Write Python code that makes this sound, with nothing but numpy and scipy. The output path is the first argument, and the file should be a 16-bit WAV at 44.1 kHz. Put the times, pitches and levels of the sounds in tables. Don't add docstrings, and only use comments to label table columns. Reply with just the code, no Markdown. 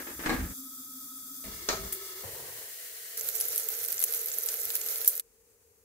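import sys
import numpy as np
from scipy import signal
from scipy.fft import rfft, irfft
from scipy.io import wavfile

SR = 44100
rng = np.random.default_rng(int(sys.argv[2]) if len(sys.argv) > 2 else 0)


def master_out(mix):
    frames = np.transpose(np.atleast_2d(mix))
    ceiling = np.clip(frames, -1, 1)
    pcm = np.round(ceiling * 32767).astype(np.int16)
    wavfile.write(sys.argv[1], SR, pcm)


N = 257544
TIME = np.arange(N) / SR
PAN = np.array([[.5], [-.5]])


def from_db(db):
    return 10 ** (np.asarray(db) / 20)


def unit_rms(x):
    return x / np.sqrt(np.mean(x ** 2) + 1e-20)


def band(x, low_hz, high_hz):
    return signal.sosfilt(signal.butter(2, [low_hz, high_hz], "band", fs=SR, output="sos"), x)


def on_bins(points, size):
    hz, values = np.transpose(points)
    return np.interp(np.log(np.fft.rfftfreq(size, 1 / SR) + 1), np.log(hz), values)


def coloured(x, spectrum, balance=((1, 0), (2, 0))):
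    size = x.shape[-1]
    gain_db = on_bins(spectrum, size) + on_bins(balance, size) * PAN
    return irfft(rfft(x) * from_db(gain_db), size)


# (frequency [Hz], correlation [1])
FIELD_COHERENCE = [(60, 0.87), (150, 0.64), (380, 0.77), (950, 0.8), (2380, 0.055), (5980, 0.0038),
                   (15000, 0.0091)]
def stereo_noise(size, coherence=FIELD_COHERENCE):
    mid, side = rfft(rng.standard_normal((2, size)))
    alike = np.clip(on_bins(coherence, size), 0, 1)
    return unit_rms(irfft(np.sqrt(1 + alike) * mid + np.sqrt(1 - alike) * side * [[1], [-1]], size))


def drift(rate_hz):
    pole = np.exp(-2 * np.pi * rate_hz / SR)
    return unit_rms(signal.lfilter([1], [1, -2 * pole, pole * pole], rng.standard_normal(N + SR))[SR:])


def ring(clicks, hz, t60):
    r, w = from_db(-60 / (t60 * SR)), 2 * np.pi * hz / SR
    return signal.lfilter([0, np.sin(w)], [1, -2 * r * np.cos(w), r * r], clicks + 1e-18)


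JUG_T60_S, JUG_ECHO_DB = .028, -21.5
def echoes(x, t60, level_db):
    age = np.arange(SR // 2) / SR
    tail = stereo_noise(SR // 2) * from_db(level_db - 60 * age / t60) * (age > .0008)
    tail[:, 0] = 1
    return signal.fftconvolve(x * np.ones((2, 1)), tail, axes=1)[:, :N]


# (start [s], lone bubble rate [1/s], their level over the fizz [dB],
# weight of the wall's resonances [1], sizzle level [dB])
PLACES = [(0, 180, -10, 3.4, -40), (1.439, 800, -11.5, 1.6, -38.5), (2.236, 160, -27, 0.9, -39.5),
          (3.172, 250, -3.5, 0.84, -34), (5.214, 92, -22, 0.36, -63.5)]
LIFTING_S, OPEN_S, RIM_S, FAR_S = (place[0] for place in PLACES[1:])
def per_place(table):
    starts = np.round(np.array(PLACES)[:, 0] * SR)
    return np.array(table)[np.searchsorted(starts, np.arange(N), side="right") - 1].T


def lone_bubbles(per_s):
    sizes = from_db(2.5 * np.minimum(rng.exponential(1, N), 2.4)) * rng.choice([-1, 1], N)
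    clicks = sizes * (rng.random(N) < per_s * from_db(5 * drift(12)) / SR)
    pitches_hz = np.linspace(5500, 15000, 14)
    pitch_index = rng.integers(0, len(pitches_hz), N)
    rings = sum(ring(clicks * (pitch_index == k), hz, t60=.0018) for k, hz in enumerate(pitches_hz))
    return unit_rms(echoes(rings + .21 * np.diff(clicks, prepend=0), JUG_T60_S, JUG_ECHO_DB))


# (frequency [Hz], bandwidth [Hz], gain at weight 1 [dB])
WALL_RESONANCES = [(3420, 150, 3.5), (3745, 154, 3.5), (4115, 150, 5), (4420, 130, 3.5), (6260, 130, 2.5),
                   (7390, 310, 1.5), (11970, 700, 1), (15600, 150, -4)]
def steel_wall(x, weight):
    hz = np.fft.rfftfreq(x.shape[-1], 1 / SR)
    gain_db = sum(db / (1 + (2 * (hz - centre) / width) ** 2) for centre, width, db in WALL_RESONANCES)
    return irfft(rfft(x) * from_db(weight * gain_db), x.shape[-1])


def loose_lid(lift_s=1.5, takes_s=.2):
    return np.clip(1 - (TIME - lift_s) / takes_s, 0, 1) * (TIME >= LIFTING_S)


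def sag_db(from_s=4.964, db_per_s=24, drop_s=.01):
    drop = np.clip(1 - (FAR_S - TIME) / drop_s, 0, 1)
    return -(db_per_s * np.maximum(TIME - from_s, 0) + 20 * drop) * (TIME < FAR_S)


# (frequency [Hz], relative spectral density [dB])
LID_ON_SPECTRUM = [(24, -64.5), (40, -29), (200, -23.5), (290, -35.5), (410, -31), (1000, -38), (1290, -18),
                   (1600, -34.5), (2600, -36.5), (2790, -55), (3130, -35), (3330, -29), (3800, -32),
                   (4310, -47), (4600, -22), (5500, -21.5), (10500, -17.5), (15700, -12.5)]
LIFTING_SPECTRUM = [(24, -47.5), (40, -23), (80, -15), (295, -30.5), (400, -7), (590, -20.5), (655, -16),
                    (742, -25), (1290, -12.5), (1550, -22), (1730, -10), (1900, -15), (2170, -8),
                    (2540, -27.5), (2840, -12.5), (3060, -25), (3300, -14), (4100, -21.5), (4500, -14.5),
                    (5300, -11.5), (5640, -19), (6150, -10.5), (6630, -18), (7000, -14.5), (10000, -14.5),
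                    (15700, -8)]
OPEN_SPECTRUM = [(24, -69), (40, -16), (318, -26), (369, -12), (474, -6), (578, -18), (655, -6.5),
                 (800, -22.5), (1190, -16.5), (1690, -6.5), (2030, -5), (2500, -11.5), (3050, -6),
                 (3480, -13.5), (4150, -9), (15600, -1.5)]
RIM_SPECTRUM = [(24, -50.5), (40, -28), (80, -17.5), (203, -28.5), (318, -21.5), (462, -6.5), (510, -8),
                (550, -8), (1110, -23), (1320, -11), (3490, -16), (6350, -8), (9010, -11.5), (12500, -0.5),
                (15600, -6.5)]
FAR_SPECTRUM = [(24, -44), (40, -13.5), (101, -14), (136, -26), (230, -23), (351, -26), (450, -11),
                (623, -30), (2460, -30.5), (3580, -37), (5900, -29), (6250, -25.5), (15600, -27)]
# (frequency [Hz], left minus right [dB])
BALANCES = [
    [(60, -2), (380, 3), (2380, 1.5), (15000, 1.5)],
    [(60, -6), (380, 7.5), (2380, -0.5), (15000, 2.5)],
    [(60, -3), (380, 4.5), (2380, 0.5), (15000, 1.5)],
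    [(60, 2.5), (240, 1.5), (950, 2.5), (3770, 2.5), (15000, -5)],
    [(60, -2), (380, 8.5), (2380, 0), (15000, 3)],
]
def sizzle(loose_lid_db=-1):
    edges = [round(place[0] * SR) for place in PLACES] + [N]
    start_s, per_s, lone_db, _, level_db = per_place(PLACES)
    flutter_db = np.where(start_s == RIM_S, 1.6, .6)
    fizz = stereo_noise(N) * from_db(flutter_db * drift(13))
    source = fizz + from_db(lone_db) * lone_bubbles(per_s)
    spectra = [LID_ON_SPECTRUM, LIFTING_SPECTRUM, OPEN_SPECTRUM, RIM_SPECTRUM, FAR_SPECTRUM]
    out = np.zeros((2, N))
    for k, spectrum in enumerate(spectra):
        part = slice(edges[k], edges[k + 1])
        through_wall = steel_wall(source[:, part], weight=PLACES[k][3])
        out[:, part] = unit_rms(coloured(through_wall, spectrum, BALANCES[k]))
    return out * from_db(level_db + loose_lid_db * loose_lid() + sag_db())


# (lowest mode [Hz], level [dB], upper mode [Hz], level [dB])
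AIR_MODES = [(263.9, -56, 1280, -60), (386.5, -52.5, 1290, -60), (470, -64.5, 1900, -61),
             (454, -56, 2070, -61.5), (460, -75, 4600, -88)]
# (lowest mode [Hz], upper mode [Hz])
AIR_WIDTHS = ((15, 20.4), (30, 94))
def jug_air(glide_dip_db=-10):
    low_hz, low_db, upper_hz, upper_db = per_place(AIR_MODES)
    cover = loose_lid()
    low_hz = low_hz + cover * (AIR_MODES[0][0] - low_hz)
    low_db = low_db + glide_dip_db * np.sin(np.pi * cover) ** 2
    narrow = (TIME < OPEN_S) | (TIME >= FAR_S)
    out = np.zeros(N)
    for hz, level_db, narrow_hz, wide_hz in zip((low_hz, upper_hz), (low_db, upper_db), *AIR_WIDTHS):
        phase = 2 * np.pi * np.cumsum(hz) / SR
        in_phase, quadrature = (np.where(narrow, drift(narrow_hz), drift(wide_hz)) for _ in range(2))
        out += from_db(level_db + sag_db()) * (in_phase * np.cos(phase) + quadrature * np.sin(phase))
    return out


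def envelope_db(peak_s, level_db, swell_db_per_s, fade_db_per_s):
    age = TIME[:, None] - peak_s
    return np.max(level_db - np.maximum(-age * swell_db_per_s, age * fade_db_per_s), axis=1)


# (start [s], end [s])
GRIPS = [(0, .536), (1.44, 1.97), (2.235, 2.7), (3.172, 5.2)]
# (frequency [Hz], relative spectral density [dB])
THUMP_SPECTRA = [
    [(21, -29), (36, -3.5), (66, 3.5), (130, -11), (151, -19), (178, -2.5), (232, -17), (260, 2),
     (340, -38), (570, -120)],
    [(21, -29), (36, -2), (59, 3), (96, -3), (123, -13.5), (215, 1.5), (260, -13), (340, -46), (570, -120)],
    [(21, -49), (36, -26), (97, 3.5), (146, -2), (178, -18), (260, -16.5), (340, -44.5), (570, -120)],
]
RUB_SPECTRA = [
    [(110, -66.5), (180, -22), (322, -5), (375, -11), (795, -17.5), (1150, -15), (1450, -15.5),
     (1660, -9.5), (2920, -24), (7000, -30.5), (9100, -29), (15400, -120)],
    [(110, -53), (180, -48), (337, -10), (387, 5.5), (502, -10), (642, -2), (795, -9.5), (1300, -5.5),
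     (2470, -19.5), (7000, -13.5), (9100, -35), (15400, -120)],
    [(120, -44), (200, -18.5), (274, -20), (465, -1.5), (744, -12), (1030, -9.5), (1390, -20.5),
     (1600, -12.5), (2080, -48), (3520, -120)],
]
# (frequency [Hz], correlation before clipping to 0..1 [1])
HAND_COHERENCE = [(60, 0.95), (400, 0.93), (950, 0.051), (3770, -0.15), (15000, -1.4)]
# (time [s], level [dB], fade [dB/s])
SLIPS = [(0, -40.5, 171), (0.069, -39.5, 150), (0.194, -42, 42), (0.237, -35.5, 56), (0.261, -28.5, 244),
         (0.298, -28, 294), (.33, -33.5, 116), (.504, -47, 253), (1.463, -51, 94), (1.689, -25, 338.5),
         (1.722, -33.5, 145), (1.83, -45.5, 150), (2.236, -45, 44), (2.35, -47.5, 39), (2.587, -53, 94)]
# (time [s], level [dB], swell [dB/s], fade [dB/s])
SHAKES = [(.05, -59.5, 30, 18), (.26, -53, 1503, 30), (.436, -33.5, 77, 260), (.504, -39.5, 432, 277.5),
          (1.464, -43.5, 900, 113), (1.744, -45.5, 350, 70), (1.832, -42, 100, 193), (2.237, -48, 902, 140),
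          (2.327, -54, 192, 400), (2.45, -59, 27, 70), (2.587, -66, 400, 200), (3.25, -72, 100, 67),
          (3.95, -68, 300, 200), (4.63, -65, 300, 61.5)]
def hands():
    slip_s, level_db, fade = np.transpose(SLIPS)
    rub_gain = from_db(envelope_db(slip_s, level_db, 5000, fade) + 2 * drift(49))
    thump_gain = from_db(envelope_db(*np.transpose(SHAKES)))
    out = np.zeros((2, N))
    for (start_s, end_s), colour in zip(GRIPS, (0, 1, 2, 2)):
        part = slice(round(start_s * SR), round(end_s * SR))
        size = part.stop - part.start
        even_size = size // 2 * 2 + 2
        thump = unit_rms(coloured(stereo_noise(even_size, HAND_COHERENCE), THUMP_SPECTRA[colour]))
        rub = unit_rms(coloured(stereo_noise(even_size, HAND_COHERENCE), RUB_SPECTRA[colour]))
        out[:, part] = thump_gain[part] * thump[:, :size] + rub_gain[part] * rub[:, :size]
    return out


def struck_plastic(blows, modes, rattle_t60):
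    time_s, blow_db, treble_db = np.transpose(blows)
    onsets = np.round(time_s * SR).astype(int)
    scatters_db = rng.normal(0, 2, (len(onsets), len(modes)))
    rattle = (rng.random(N) < 1500 / SR) * rng.standard_normal(N)
    out = np.zeros(N)
    for (hz, mode_db, t60), scatter_db in zip(modes, scatters_db.T):
        clicks = np.zeros(N)
        clicks[onsets] = from_db(blow_db + mode_db + scatter_db - 16 + treble_db * (hz > 3500))
        rattle_gain = signal.lfilter([1], [1, -from_db(-60 / (rattle_t60 * SR))], clicks)
        out += ring(clicks + .12 * rattle_gain * rattle, hz, t60)
    return out


# (time [s], relative level [dB], gain above 3.5 kHz [dB])
CATCH_SNAPS = [(0.193, -33, -17.5), (0.234, -42, -9.5), (0.261, -12.5, -19), (0.2945, -9, -17),
               (0.327, -15.5, -19)]
# (frequency [Hz], relative level [dB], T60 [s])
HANDLE_MODES = [(195, -28, 0.086), (260, -6, 0.14), (324, -4, 0.19), (481, -12, 0.076), (846, -1, 0.02),
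                (1150, 0, 0.026), (1634, -3, 0.042), (2140, -7, 0.052), (2240, -6.5, 0.018),
                (4030, 17, .004), (6500, 3, 0.0027)]
def catch():
    return struck_plastic(CATCH_SNAPS, HANDLE_MODES, rattle_t60=.075)


# (time [s], relative level [dB], gain above 3.5 kHz [dB])
LID_KNOCKS = [(1.442, -32, -16), (1.6888, -18, 16.5), (1.6925, -14, -3), (1.7065, -16, -4),
              (1.779, -26.5, -15), (2.233, -34, -30)]
# (frequency [Hz], relative level [dB], T60 [s])
LID_MODES = [(392, -27.5, .07), (485, -31, 0.06), (659, -4.5, 0.13), (1281, -7.5, 0.15),
             (1830, -3.5, 0.033), (2320, -0.5, 0.016), (4200, -6.5, 0.018), (4760, -2, 0.0065),
             (6270, 6.5, 0.0019), (10800, 0.5, 0.0018), (14200, -12, 0.002)]
def lid():
    return struck_plastic(LID_KNOCKS, LID_MODES, rattle_t60=.018)


# (time [s], note level [dB], pitch [Hz], left minus right [dB],
# relative crack level [dB], right-channel delay [us])
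LOUD_BURSTS = [(1.9254, -21.5, 8500.0, 4, -12, -10.0), (1.9288, -15.5, 14400, 5, -22, 17),
               (3.1766, -16, 12000, -1, -16, 2), (3.2108, -20, 7100, -4, -16, 110.0),
               (3.2884, -11, 12700, -7.0, -16, 190.0), (3.3546, -15, 12500.0, -10, -25, 186),
               (3.3619, -16, 12100.0, -4, -33, 210.0), (3.4025, -12, 10500, 1, -14.5, 210.0),
               (3.4107, -8.5, 11100, 1, -18, -24), (3.4541, -20, 13100, -15, -25, 34),
               (3.4851, -15.5, 11700, 8.0, -26.0, -20.0), (3.5505, -19, 11500.0, 2.0, -24, 60.0),
               (3.5603, -11, 12100.0, -1, -20, 205), (3.5792, -10, 11400, -6, -18, 173),
               (3.5985, -18.5, 10100, -5, -14, 30.0), (3.6869, -8.5, 15100, 0, -20, 189),
               (3.7041, -21, 11600, 4, -32, 118), (3.8409, -17.5, 12500, 6, -14, 183),
               (3.8494, -15, 12800.0, -2.0, -16, 110.0), (3.8851, -13.5, 12900, -7, -32.0, 20.0),
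               (3.9207, -15, 13400, -14, -28, 226), (3.9267, -14, 13250, -7, -17, 237),
               (3.9808, -18.5, 6500.0, -1, -11, 116), (3.9935, -14, 12200, -1.0, -23, 170.0),
               (4.0024, -14, 12800, -6.0, -22, 20.0), (4.0166, -13, 12100.0, 2.0, -31, 106),
               (4.0268, -11, 12000, 8, -20, 28), (4.0395, -5, 13660, 2, -21, 120),
               (4.1245, -13, 12000, -3, -23.0, 23), (4.1378, -12, 13100, -8, -17, 130.0),
               (4.1462, -13, 12800.0, 2, -20, 170.0), (4.2597, -14, 12900, -2, -24, 90.0),
               (4.2852, -16, 12400.0, -3, -16, 172), (4.3168, -20, 7000.0, -2.0, -12, 110.0),
               (4.3859, -9.5, 11700, -3.0, -30, 87), (4.4357, -13.5, 13000, -6.0, -28.0, 130.0),
               (4.4603, -12, 13500.0, -4, -25.0, -38), (4.4879, -14, 7200, 2, -9.5, 152),
               (4.5412, -14.5, 12700.0, -2, -19, 7), (4.5565, -23, 12100.0, 4, -16, -30.0),
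               (4.6539, -15, 12300, 2, -16, 77), (4.7038, -16, 14800, 1, -6, 185),
               (4.7539, -8, 12200.0, -3, -17, 178), (4.7654, -15, 13500, -1, -18, 47),
               (4.8149, -18.5, 7200, -3, -13, 108), (4.8631, -15.5, 12850, 3, -16, 150.0),
               (4.8755, -18, 11500.0, -2, -25.0, 65), (4.8871, -15.5, 11700.0, -3, -11, 132),
               (4.9592, -16.5, 12200.0, 5.5, -10.5, 110.0), (5.0155, -16, 12500.0, -5, -18, 100.0),
               (5.0229, -18.5, 12200.0, -5, -23, 170.0), (5.0465, -16.5, 10600, 5, -10.5, 110.0),
               (5.049, -14, 12500, -2, -26, 110.0), (5.0585, -19, 14000.0, -3.0, -12, 26),
               (5.0709, -22.0, 11500, -15, -25, 120.0), (5.0774, -1.5, 11850, 2, -43, -10),
               (5.0787, -2.5, 12600, -11, -42, 189), (5.0804, -7.5, 12100, -2, -37, 6),
               (5.0865, -10, 12500.0, -8.0, -34, -10.0), (5.0985, -21, 12500, -8, -28, -8),
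               (5.1538, -16.5, 12100, -1, -28.0, 17), (5.1655, -19, 12000.0, -1, -26, 60.0),
               (5.178, -17, 13200.0, -1, -30, 60.0), (5.1971, -10, 11900, 0, -21.5, 47)]
SMALL_MEAN, SMALL_SPREAD = (-24, 12300, -3, -26, 100), (2.5, 1600, 4.5, 4, 80)
def bursts(small_count=150, lead_s=.0002, length=1500):
    small_s = rng.uniform(RIM_S, FAR_S, small_count)
    small_traits = rng.normal(SMALL_MEAN, SMALL_SPREAD, (small_count, len(SMALL_MEAN)))
    rows = np.vstack([LOUD_BURSTS, np.column_stack([small_s, small_traits])])
    noise = rng.standard_normal((len(rows), 2, 2, length))
    sprays, cracks = band(noise[:, 0], 8800, 15500), band(noise[:, 1], 3500, 11000)
    since = TIME[:length]
    click = band(2. * (since == 0), 1550, 14000)
    out = np.zeros((2, N + length))
    for (time_s, level_db, hz, pan_db, crack_db, delay_us), spray, crack in zip(rows, sprays, cracks):
        bigness = from_db(level_db + 14.5)
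        rise_s = .00024 * bigness ** .15
        age = np.maximum(since - np.array([[0], [delay_us * 1e-6]]) - lead_s, 0)
        envelope = (age / rise_s * np.exp(1 - age / rise_s)) ** 2
        note = np.sin(2 * np.pi * hz * age * (.991 + 40 * age))
        spit = .36 * unit_rms(envelope * spray) + from_db(crack_db + 1.5) * unit_rms(envelope * crack)
        pop = envelope * note + np.sqrt(np.mean(envelope ** 2)) * spit
        pop /= np.abs(pop).max(axis=1).mean()
        clicks = np.array([np.roll(click, start) for start in np.argmax(age > 0, axis=1)])
        tear = from_db(crack_db + 8) * clicks
        sputter_envelope = (1 - np.exp(-age / rise_s)) * np.exp(-age / .0025)
        sputter = .018 * bigness ** .5 * unit_rms(spray) * sputter_envelope
        at = round((time_s - lead_s - rise_s) * SR)
        out[:, at:at + length] += from_db(level_db + pan_db * PAN) * (pop + tear + sputter)
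    return echoes(out[:, :N], JUG_T60_S, JUG_ECHO_DB) * (TIME < FAR_S)


# (time [s], level [dB], T60 [s])
SPATTERS = [(1.925, -31, 0.17), (3.579, -29.5, 0.16), (4.04, -19, 0.034), (5.0763, -21.5, 0.16)]
def spatter():
    time_s, level_db, t60 = np.transpose(SPATTERS)
    gain = from_db(envelope_db(time_s, level_db, 50000, 60 / t60) + 2.1 * drift(399))
    hiss = unit_rms(band(rng.standard_normal((2, N)), 9000, 15500))
    return gain * hiss * (TIME < FAR_S)


def scene(lag_samples=5):
    plastic = catch() + lid()
    frying = sizzle() + jug_air()
    handling = hands() + echoes(plastic, t60=.3, level_db=-28.5)
    left, right = frying + from_db(.8 * PAN) * handling
    late_right = np.concatenate([right[:lag_samples], right[:-lag_samples]])
    return np.array([left, late_right]) + bursts() + spatter()


def record(dry, ceiling=.85, cutoff_hz=15720):
    rounded = ceiling * np.tanh(dry / ceiling)
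    return signal.sosfilt(signal.ellip(12, .3, 65, cutoff_hz, fs=SR, output="sos"), rounded)


dry = scene()
out = record(dry)
master_out(out)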